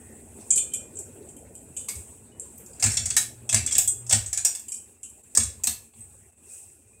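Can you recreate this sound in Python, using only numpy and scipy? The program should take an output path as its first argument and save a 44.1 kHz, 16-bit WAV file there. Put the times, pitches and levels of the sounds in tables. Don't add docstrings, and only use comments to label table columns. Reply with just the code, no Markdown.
import sys
import numpy as np
from scipy import signal
from scipy.fft import rfft, irfft
from scipy.io import wavfile

SR = 44100
rng = np.random.default_rng(int(sys.argv[2]) if len(sys.argv) > 2 else 0)


def unload_audio(sound):
    columns = np.transpose(np.atleast_2d(sound))
    steps = np.round(np.clip(columns, -1, 1) * 32767)
    wavfile.write(sys.argv[1], SR, steps.astype(np.int16))


def volts(x):
    e = np.asarray(x, float) / 20
    return 10 ** e


N = 308700
TOP_HZ = 15850

# (lower limit [Hz], upper limit [Hz])
BANDS = [(480, 2000), (2000, 4500), (4500, 6500), (6500, 10000), (10000, 16000)]
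CEILING_HZ = [102.9, 224.2, 75.9, 141.5]
# (time [s], boom [dB], upper mode [dB re boom], lower mode [dB re boom], air sway [dB])
THUDS = [(1.93, -46, -23, 8, -64), (2.828, -24, -11, -32, -32), (2.961, -39.5, -4.5, -18, -43.5),
         (3.032, -42.5, -12.5, -0.5, -60), (3.138, -47, -6, -11, -63), (3.518, -25.5, -8.5, -34, -31.5),
         (3.711, -41.5, -13, -28, -39.5), (4.11, -24.5, -10.5, -17, -33), (5.363, -40.5, 4, -20.5, -33.5),
         (5.659, -51.5, 4, 7, -62), (5.948, -48, -11.5, -13, -46.5)]


def rms_one(x):
    return x / np.sqrt(np.mean(x ** 2) + 1e-20)


def drift(rate):
    r = np.exp(-80 * np.pi * rate / SR)
    slow = signal.lfilter([1], [1, -2 * r, r * r], rng.standard_normal(N // 40 + 2002))[2000:]
    return np.interp(np.arange(N) / 40, np.arange(len(slow)), rms_one(slow))


def coloured(spectrum, size):
    hz = np.maximum(np.fft.rfftfreq(size, 1 / SR), 1)
    at, level_db = np.transpose(spectrum)
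    white = rfft(rng.standard_normal(size))
    return white * volts(np.interp(np.log(hz), np.log(at), level_db)), hz


def ring(clicks, hz, t60):
    r, w = volts(-60 / (t60 * SR)), 2 * np.pi * hz / SR
    return signal.lfilter([0, np.sin(w)], [1, -2 * r * np.cos(w), r * r], clicks + 1e-18)


def swell_ring(clicks, hz, t60, rise, split):
    contact = ring(clicks, hz, rise) * np.log(1000) / (rise * SR)
    return ring(contact, hz * (1 - split), t60) + ring(contact, hz * (1 + split), 2.3 * t60)


def glass():
    # (time [s], peak [dB], 2-4 kHz body [dB re peak], over 10 kHz edge [dB re peak], t60 [s])
    bead_hits = [(0.505, 1, -37, -38, 0.21), (0.5577, -9, -35, -20, 0.39), (0.5748, -10.5, -16, -16, 0.23),
                 (0.7189, -41, -8, -23, 0.084), (0.7362, -13.5, -20, -14.5, 0.2),
                 (0.954, -30.5, -33, -31, 0.084), (0.969, -26.5, -26, -31, 0.12),
                 (0.988, -18.5, -46, -16, 0.14), (1.288, -28, -22, -26, 0.078),
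                 (1.3653, -33.5, -19, -9, 0.08), (1.5517, -34, -22.5, -10, 0.63),
                 (1.7655, -18, -20, -20, 0.49), (2.3966, -19, -52, -17.5, 0.029),
                 (2.732, -35.5, -33, -23, .1), (3.8756, -9.5, -52, -15, 0.27),
                 (4.6825, -23, -21, -13, 0.24), (4.719, -17.5, -27.5, -18, 0.49),
                 (5.0305, -24.5, -22, -17.5, 0.42), (5.093, -35.5, -30, -8, .2),
                 (5.175, -43.5, -30.5, -12, .1), (5.32, -41.5, -30, -15, .1),
                 (5.234, -42, -23.5, -10, 0.032)]
    # (frequency [Hz], level [dB], t60 [s])
    globe = [(2428, -3, 1.3), (3115, 0, 1.0), (3460, -5, 1.0), (4830, -5, 1.0), (5670, 0, 1.0),
             (6590, -12, .5), (6900, -11, .5), (7210, -3, .4), (7430, -5, .4), (7655, 0, .2),
             (7920, -1, .3), (8180, -3, .3), (8560, -6, .25), (8950, -7, .3), (9460, -11, .3),
             (10030, -1, .4), (10720, 0, .4), (11540, -1, .4), (12440, -5, .3), (13470, -8, .3)]
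    globe_ring_db = [-20, -19, -27, -17, -14]
    # (frequency [Hz], density [dB per Hz])
    shimmer = [(240, -57.5), (400, -30), (2090, -40), (2360, -20), (2840, -19), (3070, -5), (3310, -24),
               (5190, -34.5), (7870, -0.5), (9920, -19), (16000, -46)]
    # (time [s], frequency [Hz], level [dB])
    glass_parts = [(.508, 3120, -41), (.508, 3400, -43), (.576, 3106, -35), (.576, 3480, -39),
                   (.719, 3100, -43), (.738, 3430, -43), (.738, 3104, -42), (.991, 5660, -52),
                   (2.319, 2940, -56), (3.876, 3380, -39), (3.876, 6360, -33), (3.876, 5820, -42),
                   (3.876, 10600, -36), (4.685, 4820, -55), (4.721, 4800, -48), (4.721, 5590, -39),
                   (.559, 5650, -40), (3.876, 8150, -15.5), (1.77, 3520, -54), (4.721, 2434, -48.5),
                   (4.718, 3150, -60), (5.035, 2770, -54), (5.035, 2970, -64), (5.375, 2250, -35),
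                   (6.006, 8220, -35.5)]
    # (time [s], frequency [Hz], level [dB])
    bell = [
        (.508, 2424, -45.5),
        (.576, 2425, -42),
        (.738, 2424, -47),
        (6.5, 2500, -58),
        (6.93, 2470, -60),
    ]
    shoulder_db = -17
    clinks = contacts([(*row, shoulder_db) for row in bead_hits], low_db=-36.5)
    out = struck(clinks, globe, ring_db=globe_ring_db, spread_db=4.5, longest=0.19, rise=0.0033)
    out += rattle(clinks, shimmer, [-14, -13, -17], [0.006, 0.03], grain_db=4.0, ripple_db=3.0, rise=0.0026)
    return out + pings(glass_parts, t60=0.16, loose=0.15) + pings(bell, t60=0.5, loose=0.15)


def metal():
    # (time [s], peak [dB], 2-4 kHz body [dB re peak], t60 [s],
    # 5-6 kHz shoulder [dB re peak])
    pulls = [(2.797, -21, -22, 0.56, -13), (2.8252, -10, -14, 0.43, -4), (2.8394, -6.5, -15.5, 0.19, -8.5),
             (2.861, -11, -12.5, 0.32, -9), (2.8959, -23.5, -17, 0.36, -14), (2.9174, -16, -24, 0.61, -12),
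             (3.491, -14.5, -22, 0.59, -4.5), (3.5267, -10, -14.5, 0.45, -14),
             (3.5438, -1.5, -19, 0.083, -5.5), (3.56, -18.5, -3, 0.23, -14),
             (4.0648, -29.5, -22.5, 0.6, -11.5), (4.0946, -12, -24.5, 0.63, -6.5),
             (4.1092, -12, -10.5, 0.45, -9), (4.126, -3, -14.5, 0.17, -10), (4.144, -12, -18, 0.17, -6),
             (5.3499, -14.5, -23, 0.68, -4), (5.3722, 2, -27, 0.05, -14), (5.4, -30, 2, 0.35, 2),
             (5.4325, -15, -50, 0.27, -11)]
    # (time [s], peak [dB], body [dB re peak], edge [dB re peak],
    # shoulder [dB re peak])
    returns = [(2.97, -10.5, -14.5, -32, -5), (3.056, -12, -21.5, -31, -9), (3.103, -14, -14.5, -33, -7.5),
               (3.1658, -3, -17.5, -15, -9), (3.662, -13, -28, -25, -11), (3.6739, -24, -6.5, -25, -4),
               (3.71, -19, -13, -22, -9), (3.7217, -9.5, -24, -27, -8), (3.7513, -9.5, -17, -29, -11),
               (3.7812, -3.5, -19.5, -13.5, -11.5), (4.2605, -18, -31, -26, -14),
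               (4.3291, -12.5, -20, -24, -9.5), (4.374, -11.5, -22.5, -30, -11),
               (4.4481, -4.5, -23, -23.5, -6.5), (4.5496, -20.5, -18.5, -15, -11),
               (4.5933, -27.5, -32, -12, -12), (5.6359, -11, -23, -13, -11.5),
               (5.671, -9.5, -15, -10.5, -9)]
    # (time [s], peak [dB], body [dB re peak], edge [dB re peak])
    shifts = [
        (1.8851, -17, -16, -8.5),
        (1.954, -30, -14.5, -13),
        (2.578, -42, -35.5, 6.5),
        (2.6613, -36.5, -30, -7),
        (5.9364, -59.5, 4, -5),
    ]
    # (frequency [Hz], level [dB], t60 [s])
    mount = [(740, -2, .1), (1720, 0, .2), (2200, -9, .1), (2650, -1, .2), (2830, -4, .1), (3390, 0, .2),
             (3910, -2, .1), (4450, -1, .15), (4760, -6, .15), (5540, 0, .2), (5720, -8, .1),
             (6220, -5, .1), (6560, -8, .15), (6800, -5, .2), (7430, -4, .15), (7650, -1, .2),
             (7915, 0, .2), (8145, -1, .2), (8335, -4, .2), (8750, -8, .15), (9300, -12, .1),
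             (10700, 0, .1), (12300, -2, .1)]
    mount_ring_db = [-22, -19, -20, -21, -29]
    # (frequency [Hz], density [dB per Hz])
    rattle_colour = [(240, -55.5), (400, -23.5), (719, -14), (852, -21.5), (1250, -21.5), (1710, -15),
                     (3210, -19), (4310, -18.5), (5190, -12.5), (5600, -10.5), (7990, 3), (9760, -13.5),
                     (16000, -20.5)]
    # (time [s], frequency [Hz], level [dB])
    mount_parts = [(1.887, 2230, -36), (2.828, 720, -29), (2.97, 3430, -25.5), (3.166, 3914, -24),
                   (3.492, 3400, -26), (3.492, 2600, -33), (3.53, 670, -34), (3.675, 3430, -30),
                   (3.712, 3300, -34), (4.11, 3460, -31.5), (4.126, 752, -28), (4.376, 2400, -39),
                   (4.376, 1600, -46), (4.33, 1710, -47), (4.39, 4100, -40), (4.127, 1860, -31.5),
                   (3.057, 4430, -41.5), (3.103, 4460, -37), (2.97, 4300, -34), (3.166, 6800, -21),
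                   (2.9, 5530, -26), (3.544, 4800, -25), (1.89, 4450, -45), (5.68, 4400, -37),
                   (5.375, 230, -31), (5.637, 790, -45), (5.676, 217, -39)]
    pull_edge_db, return_t60_s = -21.5, 0.27
    shift_t60_s, shift_shoulder_db = 0.25, -10.5
    pull_rows = [(s, db, body, pull_edge_db, t60, shoulder) for s, db, body, t60, shoulder in pulls]
    snaps = contacts(pull_rows, low_db=-20.5)
    snaps += contacts([(*row[:4], return_t60_s, row[4]) for row in returns], low_db=-25.5)
    snaps += contacts([(*row, shift_t60_s, shift_shoulder_db) for row in shifts], low_db=-29)
    out = struck(snaps, mount, ring_db=mount_ring_db, spread_db=4.0, longest=0.15, rise=0.003)
    out += rattle(snaps, rattle_colour, [-6, -9, -15], [0.006, 0.03], grain_db=2.0, ripple_db=4.0, rise=0.002)
    return out + pings(mount_parts, t60=0.13, loose=0.5)


def hand_knocks():
    # (time [s], frequency [Hz], level [dB])
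    knocks = [(1.883, 1120, -35), (1.935, 1175, -42), (5.372, 438, -26), (5.373, 498, -30.5),
              (5.372, 1160, -30), (3.782, 12300, -26), (2.732, 4900, -48), (5.67, 4200, -22),
              (3.166, 1750, -18), (.576, 4200, -36), (5.4, 1100, -45), (5.936, 880, -50), (5.598, 980, -50),
              (.576, 4400, -37)]
    return pings(knocks, t60=0.04, loose=0.78)


def cracks():
    # (time [s], peak [dB], edge [dB re peak])
    first_contacts = [(.5062, -18.5, -33), (.5592, -12, -30), (0.7357, -24, -30), (1.8847, -32, -10),
                      (2.398, -44, -15), (2.825, -13, -21), (2.84, -5, -20), (2.971, -12, -28),
                      (3.0584, -13, -25), (3.1035, -15, -25), (3.1657, -7.5, -12), (3.4912, -30, -18),
                      (3.5442, -11, -18), (3.7825, -2.5, -9.5), (3.8758, -13, -9), (4.1255, -7, -15.5),
                      (4.33, -14, -25), (4.376, -12, -28), (4.45, -6, -11.5), (5.3501, -15, -12),
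                      (5.375, -10, -15), (5.6367, -19, -8), (5.6708, -10, -14.5), (5.6725, -10, -12)]
    spray_t60_s = 0.012
    s, peak_db, edge_db = np.transpose(first_contacts)
    at, clicks, sprays = np.round(s * SR).astype(int), np.zeros(N), np.zeros(N)
    clicks[at], sprays[at] = volts(peak_db), volts(peak_db + edge_db)
    treble = signal.butter(4, 11600, "high", fs=SR, output="sos")
    bright = signal.sosfilt(treble, rng.standard_normal(N))
    spray = signal.lfilter([1], [1, -volts(-60 / (spray_t60_s * SR))], sprays) * rms_one(bright)
    no_lows = signal.butter(2, 4500, "high", fs=SR, output="sos")
    return signal.sosfilt(no_lows, ring(clicks, hz=7870, t60=0.0031)) + spray


def contacts(rows, low_db):
    follows_body = 0.45
    return [(s, db, body, low_db + follows_body * (body + 20), edge, t60, shoulder)
            for s, db, body, edge, t60, shoulder in rows]


def band_peaks(hits):
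    _, peak, body, low, edge, _, shoulder = np.transpose(hits)
    return np.array([peak + low, peak + body, peak + shoulder, peak, peak + edge])


def struck(hits, modes, ring_db, spread_db, longest, rise):
    at = [round(hit[0] * SR) for hit in hits]
    peaks, modes = band_peaks(hits), np.array(modes)
    chance, out = rng.standard_normal((len(hits), 2, len(modes))), np.zeros(N)
    band = np.searchsorted([b[1] for b in BANDS], modes[:, 0])
    for k, (hz, level_db, t60) in enumerate(modes):
        clicks = np.zeros(N)
        mode_db = level_db - modes[band == band[k], 1].max() + ring_db[band[k]]
        strength_db = peaks[band[k]] + mode_db + spread_db * chance[:, 0, k]
        clicks[at] = volts(strength_db) * np.sign(chance[:, 1, k])
        held = min(t60, longest * np.sqrt(2500 / hz))
        ringing = swell_ring(clicks, hz, held, rise, split=rng.uniform(0.0014, 0.003))
        out += ringing * volts(1.5 * drift(60.0))
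    return out


def soft_band(hz, low, high):
    return 1 / (1 + (low / hz) ** 14) / (1 + (hz / high) ** 14)


def rattle(hits, colour, levels_db, t60s, grain_db, ripple_db, rise):
    out, t = np.zeros(N + SR), np.arange(SR // 2) / SR
    grain = volts(grain_db * drift(150.0))
    band_damping = [1.24, 1.11, 2.35, 1.99, 1.02]
    for hit, peaks in zip(hits, band_peaks(hits).T):
        at = round(hit[0] * SR)
        bins, hz = coloured(colour, size=len(t))
        bins = bins * volts(ripple_db * np.interp(hz, np.linspace(0, SR / 2, 70), rng.standard_normal(70)))
        for (low, high), peak_db, damping in zip(BANDS, peaks, band_damping):
            decays = [*t60s, max(hit[5], 0.01) / damping]
            shape = sum(volts(db - 60 * t / t60) for db, t60 in zip(levels_db, decays))
            noise = rms_one(irfft(bins * soft_band(hz, low, high), len(t))) * grain[at:at + len(t)]
            noise /= np.sqrt(np.std(noise[:SR // 100]))
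            out[at:at + len(t)] += volts(peak_db) * shape * (1 - np.exp(-t / rise)) * noise
    return out[:N]


def pings(rows, t60, loose):
    out, t = np.zeros(N + SR), np.arange(SR // 2) / SR
    for s, hz, level_db in rows:
        impulse = signal.unit_impulse(len(t))
        clean = swell_ring(impulse, hz, 0.6 * t60, rise=0.01, split=rng.uniform(1.7, 15) / hz)
        shaken = rms_one(ring(rng.standard_normal(len(t)), hz, 0.033))
        shaken = shaken * volts(-60 * t / t60) * (1 - np.exp(-t / 0.002))
        out[round(s * SR):][:len(t)] += volts(level_db) * ((1 - loose) * clean + loose * shaken)
    return out[:N] * volts(1.6 * drift(67.0))


def room(x):
    t60_s, t = 0.28, np.arange(SR // 2) / SR
    echo = rng.standard_normal(len(t)) * volts(-60 * t / t60_s) * (t > 0.004)
    return signal.fftconvolve(x, echo / np.sqrt(np.sum(echo ** 2)))[:N]


def thuds():
    thud_s, puff_db = 0.098, -19
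    out, t = np.zeros(N), np.arange(round(thud_s * SR)) / SR
    puff_band = signal.butter(2, [130, 300], "band", fs=SR, output="sos")
    puff = rms_one(signal.sosfilt(puff_band, rng.standard_normal(N)))
    for s, boom_db, upper_db, lower_db, _ in THUDS:
        mode_hz = CEILING_HZ * (1 + 0.0076 * rng.standard_normal(4))
        levels_db = [0, upper_db, lower_db, -18.0]
        boom = sum(volts(db) * np.sin(2 * np.pi * hz * t) for hz, db in zip(mode_hz, levels_db))
        boom += volts(puff_db) * puff[round(s * SR):][:len(t)]
        out[round(s * SR):][:len(t)] += volts(boom_db - 0.5) * np.hanning(len(t)) * boom
    return out


def hum():
    on_s, spin_up_s, off_s, run_down_s = 2.93, 0.017, 4.14, 0.041
    t = np.arange(N) / SR
    running = (1 + np.tanh((t - on_s) / spin_up_s)) * (1 - np.tanh((t - off_s) / run_down_s)) / 4
    level = volts(-50 + 3.5 * drift(5.2))
    return np.sqrt(2) * running * level * np.sin(2 * np.pi * 119.3 * t)


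def in_time(rows):
    s, level_db = np.transpose(rows)
    return np.interp(np.arange(N) / SR, s, level_db)


def patchy(spectrum, patchy_db):
    shared = 0.35
    bins, hz = coloured(spectrum, size=N)
    together, out = drift(0.75), 0
    half_octave = np.round(2 * np.log2(np.clip(hz, 40, 16000)))
    for k in np.unique(half_octave):
        part = irfft(bins * (half_octave == k) * (hz < TOP_HZ), N)
        out = out + part * volts(patchy_db * (shared * together + drift(15.0)))
    return rms_one(out)


def narrow_noise(hz, t60):
    return rms_one(ring(ring(rng.standard_normal(N), hz, t60), hz, t60))


def stroke(s, db, swell, fade):
    t = np.arange(N) / SR
    return volts(db - np.maximum(swell * (s - t), fade * (t - s)))


def skin_on_glass(slide_db, press_db):
    # (frequency [Hz], density [dB per Hz])
    slide = [(2060, -51.5), (3500, -33), (4490, -35), (5220, -27), (6160, -19.5), (7650, -3), (8050, 2),
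             (9440, -8), (11500, -17.5), (15000, -21.5), (16000, -21)]
    # (frequency [Hz], density [dB per Hz])
    rub_colour = [(3500, -10), (4600, -6), (5500, 3.5), (6500, 4), (8000, -27.5)]
    # (peak time [s], level [dB], swell [dB per s], fade [dB per s])
    rubs = [
        (.41, -59, 600, 150),
        (2.78, -66, 100, 200),
        (6.49, -63, 400, 45),
    ]
    whistle_hz = [2470, 2670]
    rubbing = sum(stroke(*row) for row in rubs)
    whistle = sum(volts(3.5 * drift(7.1)) * narrow_noise(hz, 0.013) for hz in whistle_hz)
    sliding = volts(slide_db - 0.6) * patchy(slide, patchy_db=1.5)
    return sliding + rubbing * patchy(rub_colour, patchy_db=1.0) + volts(-78 + 0.4 * press_db) * whistle


def sway(rest_db):
    rise_s, t60_s = 0.022, 0.73
    t, level = np.arange(N) / SR, volts(rest_db - 7.5)
    for s, *_, sway_db in THUDS:
        after = np.maximum(t - s, 0)
        level = level + volts(sway_db - 60 * after / t60_s) * (1 - np.exp(-after / rise_s))
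    return level * narrow_noise(92.7, 0.04)


def room_air(room_db):
    # (frequency [Hz], density [dB per Hz])
    rumble = [(18, -32), (30, -12), (75, 3), (194, -4), (232, 2), (287, -4.5), (398, -0.5), (888, -17),
              (1190, -35), (1500, -26), (1950, -46.5), (3300, -120)]
    # (peak time [s], level [dB], swell [dB per s], fade [dB per s])
    rustle = (.13, -64, 25, 130)
    air = volts(room_db + 0.5) * patchy(rumble, patchy_db=3.5)
    air += sway(room_db[0] + 0.41 * (room_db - room_db[0]))
    air += volts(room_db - 12 + 3.84 * drift(7.6)) * narrow_noise(CEILING_HZ[1], 0.08)
    return air + stroke(*rustle) * narrow_noise(1900, 0.0055)


def ducking():
    # (time [s], depth [dB], half width [s])
    dips = [
        (5.0, -6, 0.039),
        (5.225, -9, 0.011),
        (5.92, -8.5, 0.038),
        (6.315, -8, 0.0082),
        (6.354, -8.5, 0.018),
    ]
    t = np.arange(N) / SR
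    return volts(sum(db * np.exp(-((t - s) / width) ** 2) for s, db, width in dips))


def background():
    # (time [s], level [dB])
    skin_levels = [(0, -50.5), (.35, -52.5), (.41, -47), (.85, -53.5), (1.17, -52), (1.63, -56),
                   (2.0, -45.5), (2.34, -59), (2.46, -50.5), (3.35, -54.5), (4.05, -50), (4.8, -53),
                   (5.22, -55.5), (5.9, -52.5), (6.02, -50), (6.41, -59), (6.55, -43), (6.8, -59.5)]
    # (time [s], level [dB])
    fade_levels = [(0, -52), (1.05, -51.5), (1.4, -52), (2.0, -52), (3.7, -53), (4.7, -64), (5.5, -57.5),
                   (5.9, -63.5), (7, -65.5)]
    # (frequency [Hz], density [dB per Hz])
    hiss = [(500, -18.5), (800, 2.5), (1300, -3.5), (2000, -3), (3300, -9), (5000, -15.5), (7000, -37)]
    slide_db, room_db = in_time(skin_levels), in_time(fade_levels)
    press_db = slide_db - slide_db.mean()
    hiss_db = -68.5 + 0.48 * press_db + 0.22 * (room_db - room_db.mean())
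    return room_air(room_db) + skin_on_glass(slide_db, press_db) + volts(hiss_db) * patchy(hiss, patchy_db=3.5)


def scene():
    hits = glass() + metal() + hand_knocks()
    sharp = cracks()
    below_top = signal.cheby2(14, 40, TOP_HZ + 150, fs=SR, output="sos")
    tails = signal.sosfilt(below_top, hits + volts(-5) * room(hits + sharp))
    return (sharp + tails + thuds() + hum() + ducking() * background())[None]


def low_pass(x):
    return signal.sosfilt(signal.butter(12, 16990, fs=SR, output="sos"), x)


def record(dry):
    heard = signal.sosfilt(signal.butter(4, 55, "high", fs=SR, output="sos"), dry)
    heard = 1.05 * np.tanh(heard / 1.05)
    heard = signal.sosfilt(signal.cheby2(12, 60, 16900, fs=SR, output="sos"), heard)
    return low_pass(heard)


dry = scene()
out = record(dry)
unload_audio(out)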